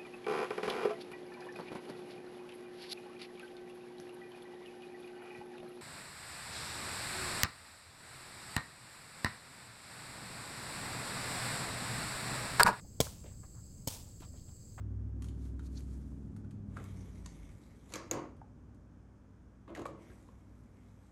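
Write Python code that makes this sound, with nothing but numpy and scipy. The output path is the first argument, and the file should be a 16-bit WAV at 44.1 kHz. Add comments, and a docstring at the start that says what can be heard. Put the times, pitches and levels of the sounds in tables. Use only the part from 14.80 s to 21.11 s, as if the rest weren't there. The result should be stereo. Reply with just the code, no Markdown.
"""Faulty disc player in a quiet living room: the latch snaps, its pawl pings, skipped teeth and judder
ring the chassis, the carriage thuds and clacks; all are contacts driving resonances, with a room tail.
The tray slides in and later out: fluttering hiss plus grains of gear contact. A motor, summed as
orders of its rotation, runs down. A hand lifts a remote: shell scrapes, plastic ticks.
Behind: brief swells of treble hiss, low rumble, faint air, electronic hum."""
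import sys
import numpy as np
from scipy import signal
from scipy.fft import rfft, irfft, next_fast_len
from scipy.io import wavfile

SR = 44100
rng = np.random.default_rng(int(sys.argv[2]) if len(sys.argv) > 2 else 0)


def log_audio(samples):
    """Write samples as a 16-bit WAV file to the path given in sys.argv[1]."""
    # one column per channel
    frames = np.atleast_2d(samples).T
    # limit to full scale, then quantise
    limited = np.clip(frames, -1, 1)
    pcm = np.round(limited * 32767).astype(np.int16)
    wavfile.write(sys.argv[1], SR, pcm)


N = 278271
TIME = np.arange(N) / SR

# room reverberation: f/Hz, t60/s
ROOM_T60 = [(100, 0.59), (500, 0.417), (2000, 0.364), (6000, 0.343), (13000, 0.09)]
# left-right correlation of noise and tail: f/Hz, correlation/1
LIKENESS = [(50, 0.38), (150, 0.833), (300, 0.21), (600, -0.188), (1500, -0.231), (6000, 0.031),
            (14000, 0.09)]
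# level of left over right: f/Hz, level/dB
LEFT_LEAD = [(110, .5), (200, -2), (350, -1.5), (550, -2.5), (900, 3), (1350, 4), (2300, .5), (4600, .5),
             (6500, 9), (8000, 5), (11000, .5)]
CUTOFF_HZ, TREBLE_EDGE_HZ = 16200, 12700

# electronics hum: f/Hz, level/dB
HUM = [(59.5, -62.5), (98.5, -65), (120, -74.5), (197.5, -68.5), (246, -70.5), (295, -80)]
# room rumble level over time: t/s, level/dB re RUMBLE_DB
RUMBLE_LEVEL = [(0, -51.5), (2.2, -48.5), (3, -55), (3.9, -54.5), (4.4, -58.5), (5.9, -56), (6.31, -61)]
RUMBLE_DB, AIR_DB = -1.0, -68.5   # overall levels
# rumble spectrum: f/Hz, relative level/dB
RUMBLE_COLOUR = [(25, -17), (40, -5.5), (56, -2.5), (80, -1), (120, -4), (170, -8), (250, -7), (330, -9.5),
                 (420, -23), (700, -28), (1500, -73.5)]
# air spectrum: f/Hz, relative level/dB
AIR_COLOUR = [(250, -30), (470, -0.5), (750, -6.5), (1300, -7), (2000, -18), (3100, -25), (4500, -31.5),
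              (7000, -23), (9500, -38.5), (12000, -40.5), (15000, -65)]

# hiss swells: peak t/s, level/dB, rise/s per 20 dB, fall/s per 20 dB
HISS_SWELLS = [(.46, -65.5, 0.0645, 0.08), (.66, -66, 0.1945, 0.1251), (.87, -64.5, 0.0963, 0.0236),
               (.985, -62.5, 0.1324, 0.0977), (1.11, -69, 0.27, 0.59)]
# hiss swell spectrum: f/Hz, relative level/dB
HISS_COLOUR = [(600, -9), (1500, -0.5), (2700, -5.5), (4200, -5.5), (7500, -4), (9500, -3.5), (12000, -10),
               (14000, -23.5)]
# remote scrapes as it is picked up: peak t/s, level/dB
SCRAPES = [(.868, -67), (0.979, -55)]
# remote shell resonances: f/Hz, width/Hz, relative level/dB
SHELL_MODES = [(3954, 607, -2.5), (4496, 445, 0.5), (5510, 850, -5.5), (6580, 1240, -9)]
SCRAPE_RISE_S, SCRAPE_FALL_S = 0.0297, 0.0109   # per 20 dB
SLIPS_PER_S = 5000

# plastic ticks: t/s, snap level/dB, snap tilt/dB per octave, snap contact/s, knock level/dB, knock f/Hz
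TICKS = [(.421, -43.5, 0, .0025, -50, 1200), (.442, -45, 1, .003, -50, 1284),
         (.484, -48, -1.5, .004, -51, 1100), (.793, -53, -2, .004, -45.5, 1423),
         (1.005, -51, 2, .002, -70, 1404), (1.318, -68, -3, .004, -52, 680),
         (1.563, -52, 3, .0035, -47.5, 1280), (1.645, -68, -3, .004, -55, 1490),
         (1.708, -53, -1, .004, -58, 1700), (1.9645, -47, -3.5, .007, -41, 1100),
         (1.969, -53, -3, .004, -34, 1440), (1.998, -60, -4, .005, -46, 1950),
         (2.040, -45, 4, .002, -54, 1155), (3.146, -50, -2, .005, -32, 2100),
         (3.565, -65, 0, .004, -62, 860), (3.614, -75, -3, .003, -43, 820),
         (3.945, -65, 0, .003, -66, 1200), (4.877, -56, -13, .012, -44, 1150),
         (4.949, -45, -4, .004, -34, 2000), (4.960, -54, -3, .003, -35, 1700),
         (4.992, -50, 0, .004, -35, 950), (5.020, -55, -3, .003, -42, 1100),
         (5.0545, -45, -1.5, .003, -42, 1120), (5.063, -45, -2, .002, -45, 1000),
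         (5.299, -63, -4, .008, -50, 1750), (5.315, -65, -4, .007, -50, 1600),
         (5.486, -68, -3, .005, -50, 1070)]
# tick snap resonances: f/Hz, width/Hz, relative level/dB
SNAP_MODES = [(2500, 1400, -1), (4400, 1800, 0), (6800, 2200, 0), (11000, 4500, -3)]
# hollow knock resonances: ratio to knock f/1, width/Hz, relative level/dB
KNOCK_MODES = [(.65, 300, -6), (.96, 130, 4), (1.12, 178, -0.5), (1.65, 550, -10.5)]
KNOCK_CONTACT_S, KNOCK_EDGE_RATIO = .0026, 1.6   # dull above this multiple of its pitch

# tray clicks over its guide: t/s, level/dB
GUIDE_CLICKS = [(2.4595, -37.5), (2.4622, -34.5)]
# guide resonances: f/Hz, width/Hz, relative level/dB
GUIDE_MODES = [(990, 110, 9), (1900, 300, -2), (2790, 300, -3), (3700, 400, -3), (4470, 350, 2),
               (6400, 600, 1), (7450, 700, 1), (8400, 400, 0), (9350, 400, -4), (11100, 600, -5)]
# carriage drops free, clack and bounce: t/s, level/dB
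CLACKS = [(5.0545, -28), (5.0635, -37)]
# carriage resonances: f/Hz, width/Hz, relative level/dB
CLACK_MODES = [(497, 22, 0), (592, 28, 1), (850, 150, -10), (1045, 55, -2.5), (1135, 65, -.5),
               (1250, 90, -9), (1420, 80, -15), (1810, 100, -17), (2320, 80, -17)]

# tray runs in, then out: start t/s, stop t/s, settled level/dB, settling time/s
TRAY_RUNS = [(1.965, 3.2, -70.5, 0.68), (5.222, 6.31, -75.5, 0.334)]
TRAY_SURGE_DB = 6.0   # extra level at first
TRAY_START_S, TRAY_STOP_S = 0.094, .35   # per 20 dB
# tray binds on its rails before the latch: peak t/s, level/dB, rise/s per 20 dB, fall/s per 20 dB
BIND = (3.12, -59, .05, .03)
# tray hiss spectrum: f/Hz, relative level/dB
SLIDE_COLOUR = [(400, 8), (900, 7.5), (1500, -1), (2200, -1), (3200, -16), (5000, -5), (7200, -16),
                (9500, -5.5), (12000, -12.5), (14000, -59)]
# gear and rail whirr resonances: f/Hz, width/Hz, relative level/dB per root Hz of width
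WHIRR_MODES = [(2050, 300, 7), (3400, 600, -.5), (3900, 500, -1), (6000, 700, -1.5), (7150, 700, -2),
               (8150, 350, 1), (9800, 600, -3), (11450, 800, -4)]
WHIRR_GRAINS_PER_S, WHIRR_SPREAD_DB = 700, 3.5
WHIRR_DB, WHIRR_FLICKER_DB = -4.0, 3.0   # level re hiss; each resonance flickers as the load shifts

# motor speed: t/s, speed/turns per s
SPEED = [(0, 12.58), (.4, 12.76), (1, 12.86), (1.65, 13.0), (1.85, 12.69), (2.1, 12.0), (2.4, 11.35),
         (2.65, 9.9), (2.9, 8.8)]
FULL_TURNS_PER_S = 12.8
SPEED_POWER = 5.76   # vibration grows with this power of speed
# strong orders: multiple/1, level/dB, creep/dB per s, dip t/s, dip depth/dB, dip half-width/s
STRONG_ORDERS = [(5, -42, 0, 1.797, 20, 0.412), (8, -39.5, -3, 1.07, 14.5, 0.592),
                 (11, -55.5, 0, 0.23, 11.5, 0.33), (16, -58.5, 3, 0.697, 14, 0.277)]
# weaker orders, swelling and fading together: multiple/1, level/dB re UPPER_DB
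UPPER_ORDERS = [(7, -0.5), (13, 0.5), (14, -7), (18, -2), (20, -3.5), (21, 1), (24, -8), (26, -11),
                (29, -11), (32, -22)]
UPPER_DB, UPPER_PEAK_S, UPPER_FADE_DB_PER_S, UPPER_WAVER_DB = -57.5, .6, 5.0, 1.5

# carriage bumps its stops, a panel booms: t/s, level/dB, f/Hz, width/Hz
THUDS = [(3.14, -41, 305, 12), (3.3125, -31, 520, 55), (3.331, -33, 580, 35), (3.356, -38, 310, 20),
         (3.374, -40, 400, 70), (4.879, -47, 304, 40), (4.904, -44, 340, 25), (4.992, -37, 377, 50),
         (5.018, -34, 260, 60), (5.085, -44, 335, 14), (5.303, -51, 370, 20), (5.489, -55, 480, 25)]
# pawl hits as the latch catches: t/s, level/dB
PAWL_HITS = [(3.138, -36.5), (3.157, -37), (3.3116, -20)]
# sprung pawl resonances: f/Hz, width/Hz, relative level/dB
PAWL_MODES = [(6400, 170, 8), (6850, 300, 3), (12480, 600, -6), (15800, 500, -17)]
# gear teeth judder as the drive takes up a load, shifting the chassis resonances:
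# peak t/s, level/dB, rise/s per 20 dB, fall/s per 20 dB, hold/s, pitch ratio/1, tilt/dB per octave, contacts/s
JUDDERS = [(1.972, -54.5, .04, .06, .03, 1.25, .3, 1000), (3.145, -52.5, .07, .17, .04, .97, 1.3, 1200),
           (3.335, -42.5, .03, .05, .056, .97, .2, 1400), (3.43, -61, .05, .1, .02, 1.0, .5, 1500),
           (4.885, -54, .02, .06, .045, 1.02, -.5, 1200), (4.954, -53, .01, .06, .02, 1.35, 3.3, 900),
           (4.978, -43, .04, .02, .046, .98, -2.2, 500), (5.08, -52, .03, .09, .035, 1.0, -3.5, 1200),
           (5.18, -66, .2, .45, .02, 1.0, 0, 1500)]
# chassis resonances: f/Hz, width/Hz, relative level/dB
CHASSIS_MODES = [(125, 30, -5), (222, 50, -5), (305, 45, 2), (350, 50, 1.5), (420, 60, -3.5), (495, 45, 1),
                 (548, 50, 0), (640, 60, -2.5), (750, 100, -9), (925, 60, -3), (1000, 100, -4),
                 (1100, 80, -5), (1215, 75, -6), (1390, 110, -10), (1584, 110, -15), (1820, 140, -18),
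                 (2070, 160, -17), (2420, 90, -19), (2830, 390, -27)]
# cam skips teeth in a row, each blow a step from the last:
# t/s, teeth/1, spacing/s, snap level/dB, snap step/dB, chassis level/dB, chassis step/dB, contact/s
SKIPS = [(3.102, 2, 0.019, -52, 18, -50, 8, 0.0043), (3.137, 2, 0.01818, -22, -3, -36, 3.5, 0.00222),
         (3.311, 3, .0215, -21, -14, -28, -3, 0.00299), (4.876, 2, .036, -68, -8.5, -42, -2, 0.009),
         (4.9485, 4, .0222, -38, -3, -46, 2, 0.004), (5.054, 2, .01, -50, 5, -42, -3, 0.00137)]
# plastic latch resonances: f/Hz, width/Hz, relative level/dB
LATCH_MODES = [(1234, 339, -3), (2090, 330, 0), (2750, 500, -7.5), (3400, 700, -11), (4400, 900, -8),
               (5840, 1350, -7), (6438, 872, -4), (7137, 700, -8), (8653, 850, -13), (9660, 1400, -18),
               (12000, 1700, -16)]


def from_db(db):
    """Decibels to gain."""
    return 10 ** (np.asarray(db) / 20)


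def rms_one(x):
    """Scale to rms 1."""
    return x / np.sqrt(np.mean(x ** 2) + 1e-20)


def in_time(rows):
    """Each column of a curve at every sample."""
    s, *columns = np.transpose(rows)
    return [np.interp(TIME, s, c) for c in columns]


def at_hz(points, hz):
    """Read a spectrum on a log-frequency axis."""
    table_hz, values = np.array(points).T
    return np.interp(np.log(hz), np.log(table_hz), values)


def drift(rate_hz):
    """Slow random motion of spread 1: noise at SR / 40 through a double pole."""
    r = np.exp(-80 * np.pi * rate_hz / SR)
    white = rng.standard_normal(N // 40 + 2002)
    slow = signal.lfilter([1], [1, -2 * r, r * r], white)[2000:]   # drop the filter's start
    return np.interp(np.arange(N) / 40, np.arange(len(slow)), rms_one(slow))


def swell(peak_s, db, rise_s, fall_s, hold_s=0):
    """Gain that rises to a peak, holds and dies away; rise and fall are times per 20 dB."""
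    rising = np.maximum(peak_s - TIME, 0) / rise_s
    falling = np.maximum(TIME - peak_s - hold_s, 0) / fall_s
    return from_db(db - 20 * np.minimum(rising + falling, 10))


def swells(rows):
    """Joint gain of several swells, added in power."""
    return np.sqrt(sum(swell(*row) ** 2 for row in rows))


def noise_bands(size):
    """Half-octave bands of stereo noise, mixed from mid and side by their correlation: (Hz, band)."""
    edges = 27 * 2 ** np.arange(0, 9.6, .5)
    white = rng.standard_normal((2, 2, size))
    for k, (low, high) in enumerate(zip(edges, edges[1:])):
        sos = signal.butter(3, [low, high], "band", fs=SR, output="sos")
        mid, side = signal.sosfilt(sos, white[k % 2])   # neighbouring bands use separate noise
        hz = np.sqrt(low * high)
        alike = np.clip(at_hz(LIKENESS, hz), -1, 1)
        yield hz, np.sqrt(1 + alike) * mid + np.sqrt(1 - alike) * side * [[1], [-1]]


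def noise(colour):
    """Stereo noise of a given spectrum, rms 1."""
    return rms_one(sum(from_db(at_hz(colour, hz)) * band for hz, band in noise_bands(N)))


def fluttering_hiss(gain, colour, grain_db, flutter_db):
    """Coloured noise whose level flutters, each band also in its own way."""
    hiss = sum(band * from_db(at_hz(colour, hz) + grain_db * drift(19)) for hz, band in noise_bands(N))
    return rms_one(hiss) * gain * from_db(flutter_db * drift(54))


def resonate(force, modes):
    """Parallel resonances, scaled so that a unit click peaks at 1."""
    def bank(x):
        out = 0
        for k, (hz, width_hz, db) in enumerate(modes):
            r = np.exp(-np.pi * width_hz / SR)
            poles = [1, -2 * r * np.cos(2 * np.pi * hz / SR), r * r]
            ring = (1 - r * r) * signal.lfilter([1, 0, -1], poles, x + 1e-18)
            out = out + (-1) ** k * from_db(db) * ring
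        return out
    return bank(force) / np.abs(bank(signal.unit_impulse(SR // 20))).max()


def retuned(modes, ratio, tilt_db):
    """Resonances shifted in pitch and tilted per octave."""
    return [(hz * ratio, width_hz, db + tilt_db * np.log2(hz / modes[0][0])) for hz, width_hz, db in modes]


def contacts(times_s, levels_db, lengths_s, chatter):
    """Each contact is a push amid a brief dying chatter of the surfaces."""
    force, age = np.zeros(N), TIME[:SR // 16]
    for s, db, length_s in zip(times_s, levels_db, lengths_s):
        envelope = np.exp(-age / length_s) * (1 - np.exp(-2 * age / length_s))
        push = rng.standard_normal(len(age)) * envelope
        push *= chatter / np.linalg.norm(push)
        push[np.argmax(age >= length_s / 4)] += np.exp(-length_s / 0.00371)   # long contacts are soft
        start = round(s * SR)
        force[start:start + len(age)] += from_db(db) * push
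    return force


def strike(s, db, length_s, modes, chatter):
    """One contact rings a set of resonances."""
    out, start = np.zeros(N), round(s * SR)
    span = slice(start, start + SR // 4)
    out[span] = resonate(contacts([s], [db], [length_s], chatter)[span], modes)
    return out


def in_room(x, pan_db, wet_db, lag_s=0.00028):
    """Direct sound reaches the left side first; floor and walls add a diffuse tail."""
    age = TIME[:SR // 2]
    tail = sum(band * from_db(-60 * age / at_hz(ROOM_T60, hz)) for hz, band in noise_bands(len(age)))
    tail = tail * (1 - np.exp(-(age / 0.0015) ** 2))
    tail /= np.linalg.norm(tail, axis=1, keepdims=True)
    left = x * from_db(pan_db / 2)
    right = np.interp(TIME - lag_s, TIME, x) * from_db(-pan_db / 2)
    reverb = signal.fftconvolve(x[None], tail, axes=1)[:, :N]
    return np.array([left, right]) + from_db(wet_db) * reverb


def soften(x):
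    """Low-pass: dull above TREBLE_EDGE_HZ."""
    return signal.sosfilt(signal.butter(14, TREBLE_EDGE_HZ, fs=SR, output="sos"), x)


def steer(x, left_lead):
    """Set the left-right level difference per frequency, half on each side."""
    size = next_fast_len(N)
    lead_db = at_hz(left_lead, np.maximum(np.fft.rfftfreq(size, 1 / SR), 1))
    side_gains = from_db(lead_db * np.array([[.5], [-.5]]))
    return irfft(rfft(x, size) * side_gains, size)[:, :N]


def background():
    """Low rumble, faint air and electronic hum of wavering phase."""
    rumble_db, = in_time(RUMBLE_LEVEL)
    rumble = noise(RUMBLE_COLOUR) * from_db(rumble_db + RUMBLE_DB)
    hum = 0
    for hz, db in HUM:
        hum = hum + np.sqrt(2) * from_db(db) * np.sin(2 * np.pi * hz * TIME + 1.27 * drift(0.95))
    return rumble + hum + noise(AIR_COLOUR) * from_db(AIR_DB)


def hiss_swells():
    """Brief swells of fluttering treble hiss."""
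    return fluttering_hiss(swells(HISS_SWELLS), HISS_COLOUR, grain_db=1.03, flutter_db=1.03)


def remote():
    """Tiny dense slips excite the plastic shell of the remote."""
    slips = (rng.random(N) < SLIPS_PER_S / SR) * rng.standard_normal(N)
    gain = swells([(s, db, SCRAPE_RISE_S, SCRAPE_FALL_S) for s, db in SCRAPES])
    scrape = rms_one(resonate(slips, SHELL_MODES)) * gain
    return in_room(scrape, pan_db=1.5, wet_db=-12.5, lag_s=.00002)   # close by, so nearly dry


def hollow_knock(s, db, hz):
    """A short woody knock around one pitch."""
    modes = [(ratio * hz, width_hz, mode_db) for ratio, width_hz, mode_db in KNOCK_MODES]
    ring = strike(s, db, KNOCK_CONTACT_S, modes, chatter=.55)
    edge_hz = min(KNOCK_EDGE_RATIO * hz, SR / 4)
    return signal.sosfilt(signal.butter(2, edge_hz, fs=SR, output="sos"), ring + 1e-18)


def ticks():
    """Plastic parts tick: a broad snap with its own brightness, and a hollow knock at its own pitch."""
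    snap, knock = 0, 0
    for s, snap_db, tilt_db, length_s, knock_db, knock_hz in TICKS:
        snap = snap + strike(s, snap_db, length_s, retuned(SNAP_MODES, 1, tilt_db), chatter=1.787)
        knock = knock + hollow_knock(s, knock_db, knock_hz)
    snap = in_room(snap, pan_db=1.5, wet_db=-4.5, lag_s=.00003)
    return snap + in_room(knock, pan_db=2.0, wet_db=-5.0, lag_s=.00008)


def clacks():
    """Clean, hard contacts: the tray on its guide, and the carriage dropping free."""
    guide = sum(strike(s, db, .001, GUIDE_MODES, chatter=.3) for s, db in GUIDE_CLICKS)
    carriage = sum(strike(s, db, .0008, CLACK_MODES, chatter=.08) for s, db in CLACKS)
    guide = in_room(guide, pan_db=1.0, wet_db=-5.0, lag_s=.00002)
    return guide + in_room(carriage, pan_db=0.5, wet_db=-8.0, lag_s=.00006)


def tray_gain():
    """Each run starts with a surge of friction, settles and stops."""
    gain = 0
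    for start_s, stop_s, db, settle_s in TRAY_RUNS:
        run = swell(start_s, db, TRAY_START_S, TRAY_STOP_S, stop_s - start_s)
        surge = np.exp(-(np.maximum(TIME - start_s, 0) / settle_s) ** 2)
        gain = gain + run * from_db(TRAY_SURGE_DB * surge)
    return gain


def whirr():
    """Uneven grains of gear contact ring the plastic, each resonance flickering on its own."""
    sizes = from_db(WHIRR_SPREAD_DB * np.minimum(rng.exponential(1, N), 4)) * rng.choice([-1, 1], N)
    grains = sizes * (rng.random(N) < WHIRR_GRAINS_PER_S / SR)
    rings = 0
    for k, (hz, width_hz, db) in enumerate(WHIRR_MODES):
        ring = (-1) ** k * np.sqrt(width_hz) * rms_one(resonate(grains, [(hz, width_hz, 0)]))
        rings = rings + ring * from_db(db + WHIRR_FLICKER_DB * drift(9))
    return rms_one(in_room(rings, pan_db=1.0, wet_db=-1.5, lag_s=.00003))


def tray():
    """Rail friction hisses as surfaces catch and slip, and gears whirr, under one wavering gain."""
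    gain = (tray_gain() + swell(*BIND)) * from_db(drift(2.5))   # wavers with 1 dB spread
    hiss = fluttering_hiss(gain, SLIDE_COLOUR, grain_db=1.3, flutter_db=.6)
    return hiss + whirr() * gain * from_db(WHIRR_DB)


def motor():
    """Orders of the rotation shake the cabinet; they sink in pitch and fade as the motor runs down."""
    speed, = in_time(SPEED)
    angle = 2 * np.pi * np.cumsum(speed) / SR
    orders = []
    for k, db, creep, dip_s, depth_db, width_s in STRONG_ORDERS:
        dip_db = depth_db * np.exp(-((TIME - dip_s) / width_s) ** 2)
        orders.append((k, db + creep * TIME - dip_db))
    upper_db = UPPER_DB - UPPER_FADE_DB_PER_S * np.abs(TIME - UPPER_PEAK_S)
    for k, db in UPPER_ORDERS:
        orders.append((k, upper_db + db + UPPER_WAVER_DB * drift(1.6)))
    out = 0
    for k, db in orders:
        phase = rng.uniform(0, 2 * np.pi) + np.array([[.3], [-.3]])   # left, right
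        out = out + np.sqrt(2) * from_db(db) * np.sin(round(k) * angle + phase)
    return out * (speed / FULL_TURNS_PER_S) ** SPEED_POWER * np.interp(TIME, [2.65, 2.9], [1, 0])


def thuds():
    """The carriage bumps its stops: each short contact rings one panel resonance."""
    booms = sum(strike(s, db, .001, [(hz, width_hz, 0)], chatter=.1) for s, db, hz, width_hz in THUDS)
    return in_room(booms, pan_db=-.6, wet_db=-11.0)


def pawl():
    """The sprung pawl pings in narrow high resonances as the latch catches."""
    s, db = np.transpose(PAWL_HITS)
    ping = resonate(contacts(s, db, np.full(len(s), .0012), chatter=.35), PAWL_MODES)
    return in_room(ping, pan_db=2.0, wet_db=-21.0)


def judder():
    """Tooth contacts shake the chassis, with a density and tuning of their own under each load."""
    chance, signs, out = rng.random(N), rng.choice([-1, 1], N), np.zeros(N)
    for s, *shape, ratio, tilt_db, per_s in JUDDERS:
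        peak = round(s * SR)
        span = slice(peak - SR // 4, peak + SR // 2)
        teeth = (chance < per_s / SR) * signs * swell(s, *shape)
        out[span] += resonate(teeth[span], retuned(CHASSIS_MODES, ratio, tilt_db))
    return out


def blows():
    """One blow for each skipped tooth: (s, snap dB, chassis dB, contact s)."""
    rows = []
    for s, teeth, spacing_s, snap_db, snap_step, chassis_db, chassis_step, length_s in SKIPS:
        for k in range(round(teeth)):
            rows.append((s + k * spacing_s, snap_db + k * snap_step, chassis_db + k * chassis_step, length_s))
    return rows


def mechanism():
    """Blows of skipped teeth snap the latch and, with judder, ring the chassis; pawl and thuds join."""
    s, snap_db, chassis_db, length_s = np.transpose(blows())
    latch = resonate(contacts(s, snap_db, length_s, chatter=1.058), LATCH_MODES)
    chassis = resonate(contacts(s, chassis_db, length_s, chatter=0.442), CHASSIS_MODES) + judder()
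    rattle = in_room(latch, pan_db=1.5, wet_db=-5.5) + in_room(chassis, pan_db=1.0, wet_db=-6.5)
    return soften(rattle) + thuds() + pawl()


def scene():
    """Everything in the living room; the motor alone bypasses the steering."""
    softened = soften(ticks() + clacks() + remote() + tray() + hiss_swells())
    return motor() + steer(mechanism() + softened + background(), LEFT_LEAD)


def record(dry):
    """The top is cut steeply."""
    return signal.sosfilt(signal.ellip(10, .1, 80, CUTOFF_HZ, fs=SR, output="sos"), dry)


dry = scene()
out = record(dry)
log_audio(out)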